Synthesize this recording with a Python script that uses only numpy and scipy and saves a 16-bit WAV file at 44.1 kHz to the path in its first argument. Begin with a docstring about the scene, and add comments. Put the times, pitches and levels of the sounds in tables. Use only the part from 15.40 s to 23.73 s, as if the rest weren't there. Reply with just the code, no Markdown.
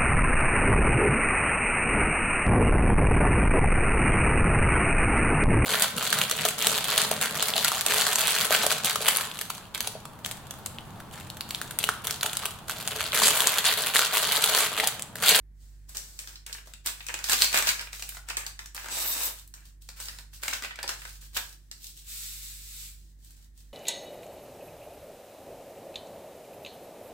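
"""Paper sachet in a kitchen

A sachet is slid off a counter, shaken, creased, torn open and emptied, over a faint appliance hum.
Buckling folds are noise bursts in a resonance with decaying panel modes; friction, fibres and powder
are random grains of coloured noise; the hum is a sum of sines. Diffuse decaying echoes answer the paper."""
import sys
import numpy as np
from scipy import signal
from scipy.fft import rfft, irfft, next_fast_len
from scipy.io import wavfile
from scipy.ndimage import map_coordinates

SR = 44100
rng = np.random.default_rng(int(sys.argv[2]) if len(sys.argv) > 2 else 0)


def int16_out(signal):
    """Quantize to a 16-bit WAV file."""
    q = np.round(np.clip(np.atleast_2d(signal).T, -1, 1) * 32767)
    wavfile.write(sys.argv[1], SR, q.astype(np.int16))


N = 367353
TIME = np.arange(N) / SR

# Levels in the tables are relative: each source trims its layers as it mixes them.
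# Lines of the hum. Each row: frequency in Hz, level in dB.
HUM_LINES = [(49.3, 2), (98.6, -17), (147.9, -17), (202, -26.5)]
# Spectrum of the still air. Each row: frequency in Hz, gain in dB.
AIR_SPECTRUM = [(20, -18), (45, -2.5), (70, 5.5), (130, -6.5), (200, -11), (320, -12.5), (450, -24),
                (800, -30), (1300, -34), (1850, -22.5), (2600, -37.5), (5000, -37), (16000, -37.5)]
# Pushes along the counter. Each row: start in seconds, length in seconds, attack in seconds,
# friction level in dB, flexing panel level in dB.
SLIDE_STROKES = [(0.22, 0.08, .03, -59, -74.5), (0.33, .14, .02, -66, -76), (0.492, .05, .006, -48, -61),
                 (0.552, 0.043, 0.0024, -38, -50), (0.63, 0.23, 0.013, -48.5, -70),
                 (0.793, .04, .002, -48, -54.5), (0.876, 0.063, 0.0045, -47, -57)]
# Spectrum of paper scuffing over the counter. Each row: frequency in Hz, density in dB per Hz.
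FRICTION_SPECTRUM = [(1500, -14), (2800, -12.5), (4500, -4.5), (6000, -5), (6900, -5), (7500, -2),
                     (8100, -3), (10500, -12.5), (14000, -8), (16000, -8)]
# Spectrum of the flexing paper panel. Each row: frequency in Hz, density in dB per Hz.
PANEL_SPECTRUM = [(100, -19.5), (250, -21.5), (450, -10), (750, -7.5), (1050, -5), (1300, -4), (1600, 1),
                  (2100, -3.5), (2700, -2), (3500, -10.5), (7000, -32)]
# Buckling folds. Each row: start in seconds, crack level in dB, crack resonance in Hz,
# panel level in dB, panel main mode in Hz.
FOLD_SNAPS = [(0.493, -41.5, 9700, -59, 700), (0.5483, -39.5, 6600, -42.5, 1500),
              (0.5697, -25.5, 7000, -49, 1800), (0.7905, -31, 7100, -44, 2550),
              (0.8739, -37, 6000, -43, 1690), (0.957, -43.5, 4680, -51.5, 1510),
              (1.0643, -34.5, 6700, -41, 2780), (1.128, -29.5, 5630, -65, 2680),
              (1.1425, -40, 7300, -52, 2300), (1.272, -47, 6070, -49, 854), (1.3366, -40, 6060, -44, 2740),
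              (1.4607, -25.5, 7950, -34.5, 1430), (1.4716, -26, 7150, -33, 1450),
              (1.6057, -55, 4100, -36, 2625), (1.666, -31.5, 6840, -41.5, 2400),
              (1.6855, -31.5, 6200, -30.5, 2590), (1.741, -26, 7050, -27, 2500),
              (1.79, -34, 6340, -34.5, 1500), (1.8414, -23.5, 6100, -33, 1860),
              (1.8873, -29, 6420, -32, 1700), (1.896, -18, 7800, -21, 1670), (1.92, -19, 6610, -38.5, 2400),
              (1.9321, -17, 6640, -19.5, 2720), (2.0207, -15.5, 4410, -26.5, 2700),
              (2.0442, -18.5, 6200, -26, 2280), (2.1283, -25, 6500, -29, 2390),
              (2.1438, -20.5, 7050, -17.5, 1810), (2.174, -19.5, 6560, -28, 2400),
              (2.1866, -20, 7850, -50, 1680), (2.2247, -24.5, 7150, -28, 1720),
              (2.2394, -41, 5800, -36, 1690), (2.2705, -27, 6400, -33.5, 2700),
              (2.2899, -20, 5700, -24, 2240), (2.394, -33, 5230, -32.5, 1640),
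              (2.4107, -32.5, 5900, -41, 1550), (2.472, -61, 6000, -39, 2420),
              (2.5305, -34, 5830, -37, 2030), (2.5954, -38.5, 6900, -41.5, 2420),
              (2.6231, -30, 6300, -35, 2500), (2.691, -30.5, 9900, -40.5, 2450),
              (2.7478, -41, 7400, -43, 1420), (2.7694, -45, 6700, -43, 1410),
              (2.8874, -33.5, 6400, -37.5, 1535), (2.9006, -30.5, 5570, -34.5, 2360),
              (2.9694, -24.5, 7360, -28.5, 1710), (3.0653, -28, 6100, -42, 1660),
              (3.1915, -36, 5800, -35, 1800), (3.2587, -37, 6150, -50, 1650),
              (3.347, -35, 9450, -46.5, 1240), (3.365, -35.5, 5200, -42, 1370),
              (3.444, -44, 5600, -36, 1470), (3.4598, -46, 6100, -36, 1430), (3.4852, -36, 5900, -36, 1560),
              (3.8342, -27, 10200, -50, 1540), (4.0762, -51, 10200, -82, 2500),
              (4.1395, -39, 6740, -49, 1520), (4.4891, -38, 5000, -45, 1370),
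              (4.601, -36.5, 7750, -44, 1520), (4.6846, -33, 4850, -36, 1900),
              (4.7868, -40.5, 5300, -42.5, 1490), (5.034, -29.5, 7450, -29.5, 2334),
              (5.0806, -26.5, 7100, -27.5, 2180), (5.1339, -25, 5900, -27, 2415),
              (5.223, -39, 5700, -38, 1530), (5.2368, -38.5, 6250, -30.5, 2210),
              (5.2472, -36, 4700, -33, 1880), (5.3082, -53, 4300, -33.5, 1875),
              (5.3576, -42.5, 6600, -46, 2280), (5.389, -44, 4700, -32.5, 1610),
              (5.4296, -30.5, 5650, -35, 1830), (5.4406, -50, 5400, -36, 960),
              (5.478, -27.5, 5070, -42, 1570), (5.4913, -26, 5900, -26, 1565),
              (5.6188, -47, 7800, -39, 1950), (5.6522, -39, 6700, -35, 1570), (5.967, -32, 5700, -27, 1660),
              (6.3135, -35, 5400, -45, 1950), (7.847, -49.5, 8700, -69.5, 1800),
              (7.9068, -48.5, 8700, -71, 1820), (8.1769, -53.5, 8800, -73.5, 1800)]
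# Colour shared by all snaps. Each row: frequency in Hz, gain in dB.
SNAP_SPECTRUM = [(100, 0.5), (250, 1.5), (450, -1), (750, -0.5), (1100, -3), (3000, -0.5), (4200, 1),
                 (6500, -3.5), (8200, 1.5), (10000, -5.5), (13500, 1.5), (16000, 3.5)]
# Finger strokes. Each row: start in seconds, length in seconds, attack in seconds,
# crackle level in dB, flexing panel level in dB.
FINGER_STROKES = [(1.065, 0.12, 0.0023, -49, -47.5), (1.26, 0.062, 0.0052, -53.5, -51.5),
                  (1.58, 0.14, 0.014, -52, -51), (1.688, .15, .002, -52, -45),
                  (1.843, 0.046, .002, -38.5, -48), (2.38, 0.086, .01, -45, -40),
                  (2.53, .25, 0.0081, -42.5, -55), (2.89, 0.029, 0.0092, -42, -35),
                  (2.97, 0.13, .002, -55, -43.5), (3.192, 0.063, .002, -53, -56),
                  (3.352, 0.12, 0.0023, -41.5, -38), (3.96, 0.065, .02, -49, -54.5),
                  (4.145, 0.12, .003, -62, -54), (4.26, 0.037, 0.01, -55, -68),
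                  (4.415, 0.065, .004, -56.5, -67.5), (4.49, 0.029, 0.0022, -51, -62),
                  (4.57, 0.048, 0.0082, -45.5, -45), (4.604, 0.079, 0.0042, -38.5, -46.5),
                  (4.72, 0.1, 0.011, -49, -53), (4.945, 0.031, 0.012, -44.5, -55),
                  (5.035, 0.14, 0.0091, -37, -35.5), (5.232, 0.026, .007, -40, -34),
                  (5.39, 0.15, .006, -53.5, -45.5), (5.488, 0.056, .004, -42, -36.5),
                  (5.59, 0.18, 0.0099, -46, -52), (5.815, 0.048, .006, -46, -53.5),
                  (6.03, 0.11, .015, -48.5, -56), (6.24, 0.19, .03, -68, -81),
                  (6.44, 0.069, 0.026, -42.5, -58.5), (6.58, 0.042, 0.026, -47.5, -63),
                  (7.6, 0.12, .03, -61, -76.5), (7.85, 0.095, 0.039, -55.5, -67),
                  (7.97, 0.092, .008, -59.5, -63.5), (8.18, 0.033, 0.019, -55, -67.5),
                  (8.24, 0.11, .02, -65.5, -71)]
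# Spectrum of fine wrinkles under the fingers. Each row: frequency in Hz, density in dB per Hz.
CRACKLE_SPECTRUM = [(1500, -24), (2800, -5.5), (4000, -0.5), (6500, -1.5), (8200, 0.5), (10000, -6),
                    (14000, -4), (16000, -2.5)]
# Powder slaps. Each row: slap in seconds, swell in seconds, fade in seconds,
# crackle level in dB, panel level in dB.
POWDER_SLAPS = [(1.464, .015, 0.063, -27.5, -35.5), (1.922, 0.072, 0.043, -21, -28.5),
                (2.028, 0.089, 0.048, -19.5, -32), (2.17, 0.085, 0.074, -23.5, -22),
                (2.288, 0.055, 0.045, -20, -24.5), (5.972, 0.031, 0.025, -23, -31.5)]
# Spectrum of wrinkles struck by the powder. Each row: frequency in Hz, density in dB per Hz.
SLAP_SPECTRUM = [(1500, -23.5), (2800, -6), (3900, -0.5), (5200, -4), (6500, -6), (8000, -3.5),
                 (9200, -7.5), (11000, -11.5), (13500, -4.5), (16000, -9)]
# Course of the tear. 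Each row: time in seconds, ripping speed in dB.
TEAR_SPEED = [(3.48, -52), (3.514, -33.5), (3.704, -29), (3.768, -32.5), (3.844, -30), (3.868, -29),
              (3.93, -57.5)]
# Spectrum of breaking fibres. Each row: frequency in Hz, density in dB per Hz.
FIBRE_SPECTRUM = [(1530, -33), (2600, -18), (3380, -10.5), (3680, -1), (4220, -6.5), (6210, -5), (6740, -8),
                  (7970, 0), (8970, -9), (9780, -4.5), (11500, -15), (15000, -42), (22000, -120)]
# Spectrum of the sheet shaken by the rip. Each row: frequency in Hz, density in dB per Hz.
SHEET_SPECTRUM = [(88, -39), (150, -10.5), (183, -21), (233, -10.5), (435, -8.5), (506, -4.5), (805, -2.5),
                  (996, 1.5), (1300, -3), (1540, -1.5), (3000, -1), (3900, -27), (6600, -120)]
# Spectrum of the finest tearing fizz. Each row: frequency in Hz, density in dB per Hz.
FIZZ_SPECTRUM = [(8000, -39), (11000, -8.5), (13500, 2), (16000, -4)]
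# Course of the pour. Each row: time in seconds, flow in dB.
POUR_FLOW = [(6.63, -66), (6.65, -56), (6.694, -42), (6.858, -41), (7.01, -46.5), (7.032, -43),
             (7.212, -49.5), (7.416, -44), (7.474, -47.5), (7.6, -67.5)]
# Spectrum of sliding powder. Each row: frequency in Hz, density in dB per Hz.
POWDER_SPECTRUM = [(290, -60), (500, -19), (522, -36), (578, -33), (740, -31.5), (1340, -16.5), (1460, -16),
                   (2460, -8), (3290, -8.5), (3590, -3.5), (6330, -6), (7860, 0), (9220, -7.5), (15100, -5),
                   (16000, -7)]
# Decay of the room. Each row: frequency in Hz, time to fall 60 dB in seconds.
ROOM_DECAY = [(200, 0.37), (600, 0.34), (1500, 0.37), (4000, 0.31), (8000, 0.33), (15000, 0.27)]
# Correlation of left and right. Each row: frequency in Hz, correlation from 0 to 1.
LEFT_RIGHT_LIKENESS = [(60, 0.58), (250, 0.76), (500, 0.55), (1000, 0.33), (3000, 0.049), (12000, 0.055)]

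HUM_DB, HUM_WAVER_DB, HUM_WAVER_RATE = -53.5, 1.26, 2.6  # 0 dB line's rms, waver scale, knots a second
FOLLOW_S, FOLLOW_DB = .008, -11.5  # mean delay and relative level of the neighbouring buckle
SNAP_PAN_DB = 5.5  # standard deviation of the left-right level difference
SHAKE_RANGE_DB = 24  # rise over one swell time, fall over one fade time
SHEET_FOLLOWS, FIZZ_FOLLOWS = 0.58, 2.6  # dB for each dB of ripping speed
FLUTTER_DB, FLUTTER_RATE = 1.9, 45  # depth scale of the rip's flutter, knots a second
TOP_HZ = 15900  # the recorder's band limit


def amp(db):
    """Amplitude is an exponential function of level in decibels."""
    return 10 ** (np.asarray(db) / 20)


def unit(x):
    """Division by the root mean square normalises a signal to rms 1."""
    return x / np.sqrt(np.mean(x ** 2) + 1e-20)


def along(points, hz):
    """A curve given at a few frequencies is interpolated on a logarithmic axis."""
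    f, v = np.transpose(points)
    return np.interp(np.log(hz + 1), np.log(f + 1), v)


def filtered(x, response):
    """Linear filtering is multiplication by a response in the frequency domain."""
    n = x.shape[-1]
    m = next_fast_len(n + 8192)  # zero padding
    return irfft(rfft(x, m) * response(np.fft.rfftfreq(m, 1 / SR)), m)[..., :n]


def coloured(x, spectrum):
    """A spectral envelope in dB shapes the signal."""
    return filtered(x, lambda hz: amp(along(spectrum, hz)))


def spaced(pair):
    """Two spaced microphones: mixing mid and side gives unrelated signals a set correlation."""
    def mid_side_gains(hz):
        turn = np.arccos(np.clip(along(LEFT_RIGHT_LIKENESS, hz), -1, 1)) / 2
        return np.array([np.cos(turn), np.sin(turn)])
    mid, side = filtered(pair, mid_side_gains)
    return np.array([mid + side, mid - side])


def wobble(rate):
    """A slow fluctuation is a spline through random knots, mirrored after each 128."""
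    return map_coordinates(rng.standard_normal(size=128), [TIME * rate], mode="mirror")


def grains(spectrum, rate, spread_db, life, bed):
    """Random releases, rate a second, decay over life seconds above a steady noise bed; rms 1."""
    size_db = spread_db * np.clip(rng.standard_normal(N), -2, 2)
    releases = (rng.random(N) < rate / SR) * amp(size_db) ** 2
    energy = signal.lfilter([1], [1, -np.exp(-1 / (life * SR))], releases)
    envelope = np.sqrt(energy / energy.mean() + abs(bed))
    bursts = envelope * rng.standard_normal((2, N))
    return unit(coloured(spaced(bursts), spectrum))


def strokes(rows, release, ease_db):
    """Sliding contact takes hold exponentially, eases along its length and lets go exponentially."""
    gains = np.zeros((2, N))
    for s, length, attack, *level_db in rows:
        part = slice(max(int(s * SR) - SR // 8, 0), int((s + length) * SR) + SR // 4)
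        t = TIME[part] - s
        grip = np.exp(np.minimum(t, 0) / attack - np.maximum(t - length, 0) / release)
        ease = amp(-ease_db * np.clip(t / length, 0, 1))
        gains[:, part] += amp(level_db)[:, None] * grip * ease
    return gains


def gesture(rows, fade=0.015):
    """A continuous motion has a level linear in dB between points, fading to silence outside them."""
    s, *cols = np.transpose(rows)
    gate = np.clip(np.minimum(TIME - s[0], s[-1] - TIME) / fade + 1, 0, 1)
    return np.array([gate * amp(np.interp(TIME, s, c)) for c in cols])


def background():
    """A hum is a sum of nearly harmonic sines, here wavering in pitch and level over noise of still air."""
    clock = TIME + 0.00064 * wobble(0.73)
    hum = 0
    for hz, db in HUM_LINES:
        hum = hum + amp(db) * np.sin(2 * np.pi * (hz * clock + rng.random()))
    hum = np.sqrt(2) * hum  # a line at 0 dB has rms 1
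    level = amp(HUM_DB + HUM_WAVER_DB * wobble(HUM_WAVER_RATE))
    air = unit(coloured(spaced(rng.standard_normal((2, N))), AIR_SPECTRUM))
    return level * hum * amp([[-1.3], [1.3]]) + amp(-63.5) * air


def slide():
    """Dry friction on the smooth counter releases fine scuffs and flexes the paper panel."""
    friction, panel = strokes(SLIDE_STROKES, release=0.023, ease_db=5)
    scuff = friction * grains(FRICTION_SPECTRUM, rate=500, spread_db=3, life=.0007, bed=2.5)
    flex = panel * grains(PANEL_SPECTRUM, rate=120, spread_db=8, life=.002, bed=1.9)
    return amp(-3) * scuff + amp(-2) * flex


def resonate(x, hz, q):
    """A damped resonance passes a band whose width is its frequency over q."""
    return signal.lfilter(*signal.iirpeak(min(hz, SR / 3), max(q, .75), SR), x)


def burst(hz, q, life, after_db, after_life, top_hz):
    """A sudden release and weak aftershiver excite one resonance; rms 1 over the first 5 ms."""
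    t = np.arange(SR // 16) / SR
    envelope = np.exp(-t / life) + amp(after_db) * np.exp(-t / after_life)
    ring = resonate(envelope * rng.standard_normal((2, len(t))), hz, q)
    ring = signal.lfilter(*signal.butter(2, min(top_hz, SR * 4 / 9), fs=SR), ring)
    return ring / np.sqrt(np.mean(ring[:, :SR // 200] ** 2, axis=1, keepdims=True))


def panel_modes(hz, t60):
    """A bent sheet rings in one main mode and four weaker ones, redrawn for each new shape."""
    t = np.arange(SR // 16) / SR
    mode_hz = hz * np.r_[1, np.exp(rng.uniform(-.55, .45, 4))][:, None]
    strength = np.r_[1, rng.uniform(.2, .5, 4)]
    phase = 2 * np.pi * rng.random((2, 5, 1))
    # sum over modes m, separately in each channel c
    ring = np.einsum("m,cmt->ct", strength, np.sin(2 * np.pi * mode_hz * t + phase))
    onset = 1 - np.exp(-t / 0.00097)
    return ring * amp(-60 * t / t60) * onset


def buckle(crack_db, crack_hz, panel_db, panel_hz):
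    """A fold snaps through at the crease and sets the paper panel ringing for a moment."""
    crack = burst(crack_hz, q=1.92, life=0.0025, after_db=-23, after_life=0.011, top_hz=18900)
    push = burst(panel_hz * 1.15, q=0.65, life=0.003, after_db=-9.5, after_life=0.012, top_hz=3070)
    panel = amp(-6.0) * push + amp(2.5) * panel_modes(panel_hz, t60=0.022)
    pan_db = SNAP_PAN_DB * rng.standard_normal()
    snap = amp(crack_db - 2.0) * crack + amp(panel_db + 1.6) * panel
    return snap * amp([[pan_db / 2], [-pan_db / 2]])


def snaps():
    """Buckling spreads: each snap sets off a weaker one in a neighbouring fold of another size."""
    out = np.zeros((2, N + SR))
    for s, crack_db, crack_hz, panel_db, panel_hz in FOLD_SNAPS:
        delay = FOLLOW_S * (.5 + rng.random())
        tuning = np.exp(.18 * rng.standard_normal())
        first = buckle(crack_db, crack_hz, panel_db, panel_hz)
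        second = amp(FOLLOW_DB) * buckle(crack_db, crack_hz * tuning, panel_db, panel_hz * tuning)
        for start, snap in (s, first), (s + delay, second):
            out[:, round(start * SR):][:, :snap.shape[1]] += snap
    return coloured(spaced(out[:, :N]), SNAP_SPECTRUM)


def handling():
    """Sliding fingers work small wrinkles, which give way as fine crackle and panel flexing."""
    crackle, panel = strokes(FINGER_STROKES, release=0.012, ease_db=4)
    fine = crackle * grains(CRACKLE_SPECTRUM, rate=240, spread_db=9.5, life=0.0014, bed=2.0)
    flex = panel * grains(PANEL_SPECTRUM, rate=69, spread_db=10.5, life=0.0022, bed=0.46)
    return amp(-1.5) * fine + amp(-6.5) * flex


def jerks():
    """A shake swells exponentially to its slap and then decays exponentially."""
    gains = np.zeros((2, N))
    for s, swell, fade, *level_db in POWDER_SLAPS:
        away = np.maximum((s - TIME) / swell, (TIME - s) / fade)
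        gains += amp(level_db)[:, None] * amp(-SHAKE_RANGE_DB * np.minimum(away, 10))
    return gains


def shakes():
    """Powder slaps against the paper and many wrinkles give way together."""
    crackle, panel = jerks()
    fine = crackle * grains(SLAP_SPECTRUM, rate=290, spread_db=4.0, life=0.00037, bed=0.93)
    flex = panel * grains(PANEL_SPECTRUM, rate=350, spread_db=10, life=0.0051, bed=0.27)
    return amp(-2.0) * fine + amp(-3.0) * flex


def flutter():
    """A rip catches and runs on, so its level fluctuates at random."""
    return amp(FLUTTER_DB * wobble(FLUTTER_RATE))


def tear():
    """Breaking fibres shake the sheet; fizz grows faster than speed, so a faster rip is brighter."""
    rip_level = gesture(TEAR_SPEED)[0]
    top = rip_level.max()
    speed = rip_level / top
    fibres = grains(FIBRE_SPECTRUM, rate=1300, spread_db=-1, life=0.0013, bed=0.23)
    shaking = grains(SHEET_SPECTRUM, rate=1100, spread_db=7.0, life=0.0011, bed=0.4)
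    finest = grains(FIZZ_SPECTRUM, rate=2000, spread_db=4.0, life=0.00054, bed=.2)
    rip = speed * flutter() * fibres
    sheet = speed ** SHEET_FOLLOWS * flutter() * shaking
    fizz = speed ** FIZZ_FOLLOWS * finest
    return top * (amp(-4) * rip + amp(-12.5) * sheet + fizz)


def pour():
    """Granular flow over the paper lip merges thousands of tiny impacts a second into a hiss."""
    hiss = grains(POWDER_SPECTRUM, rate=7300, spread_db=2, life=0.00037, bed=0.76)
    return amp(1.27) * gesture(POUR_FLOW)[0] * hiss


def room_tail(gap=0.00056, build=0.0028):
    """A diffuse echo is noise in which each frequency decays at its own rate; unit energy."""
    hz, t, z = signal.stft(rng.standard_normal((2, SR * 3 // 4)), SR, nperseg=256)
    decay = amp(-60 * t / along(ROOM_DECAY, hz)[:, None])
    tail = signal.istft(z * decay, SR, nperseg=256)[1]
    t = np.arange(tail.shape[1]) / SR
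    tail = spaced(tail) * np.clip((t - gap) / build, 0, 1)
    return tail / np.linalg.norm(tail, axis=1, keepdims=True)


def kitchen(x, wet_db, count=32):
    """Reverberation is convolution; moving hands change the echo pattern, redrawn for each part."""
    wet = np.zeros((2, N + SR))
    for part in np.array_split(np.arange(N), count):
        echo = signal.fftconvolve(x[:, part], room_tail(), axes=1)
        wet[:, part[0]:][:, :echo.shape[1]] += echo
    return x + amp(wet_db) * wet[:, :N]


def scene():
    """Superposition: the paper sounds excite the kitchen, and its background adds to them."""
    paper = slide() + snaps() + handling() + shakes() + tear() + pour()
    return kitchen(paper, wet_db=-2.5) + background()


def record(dry):
    """A steep low-pass response models the recorder's band limit."""
    return filtered(dry, lambda hz: 1 / (1 + (hz / TOP_HZ) ** 160))


dry = scene()
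out = record(dry)
int16_out(out)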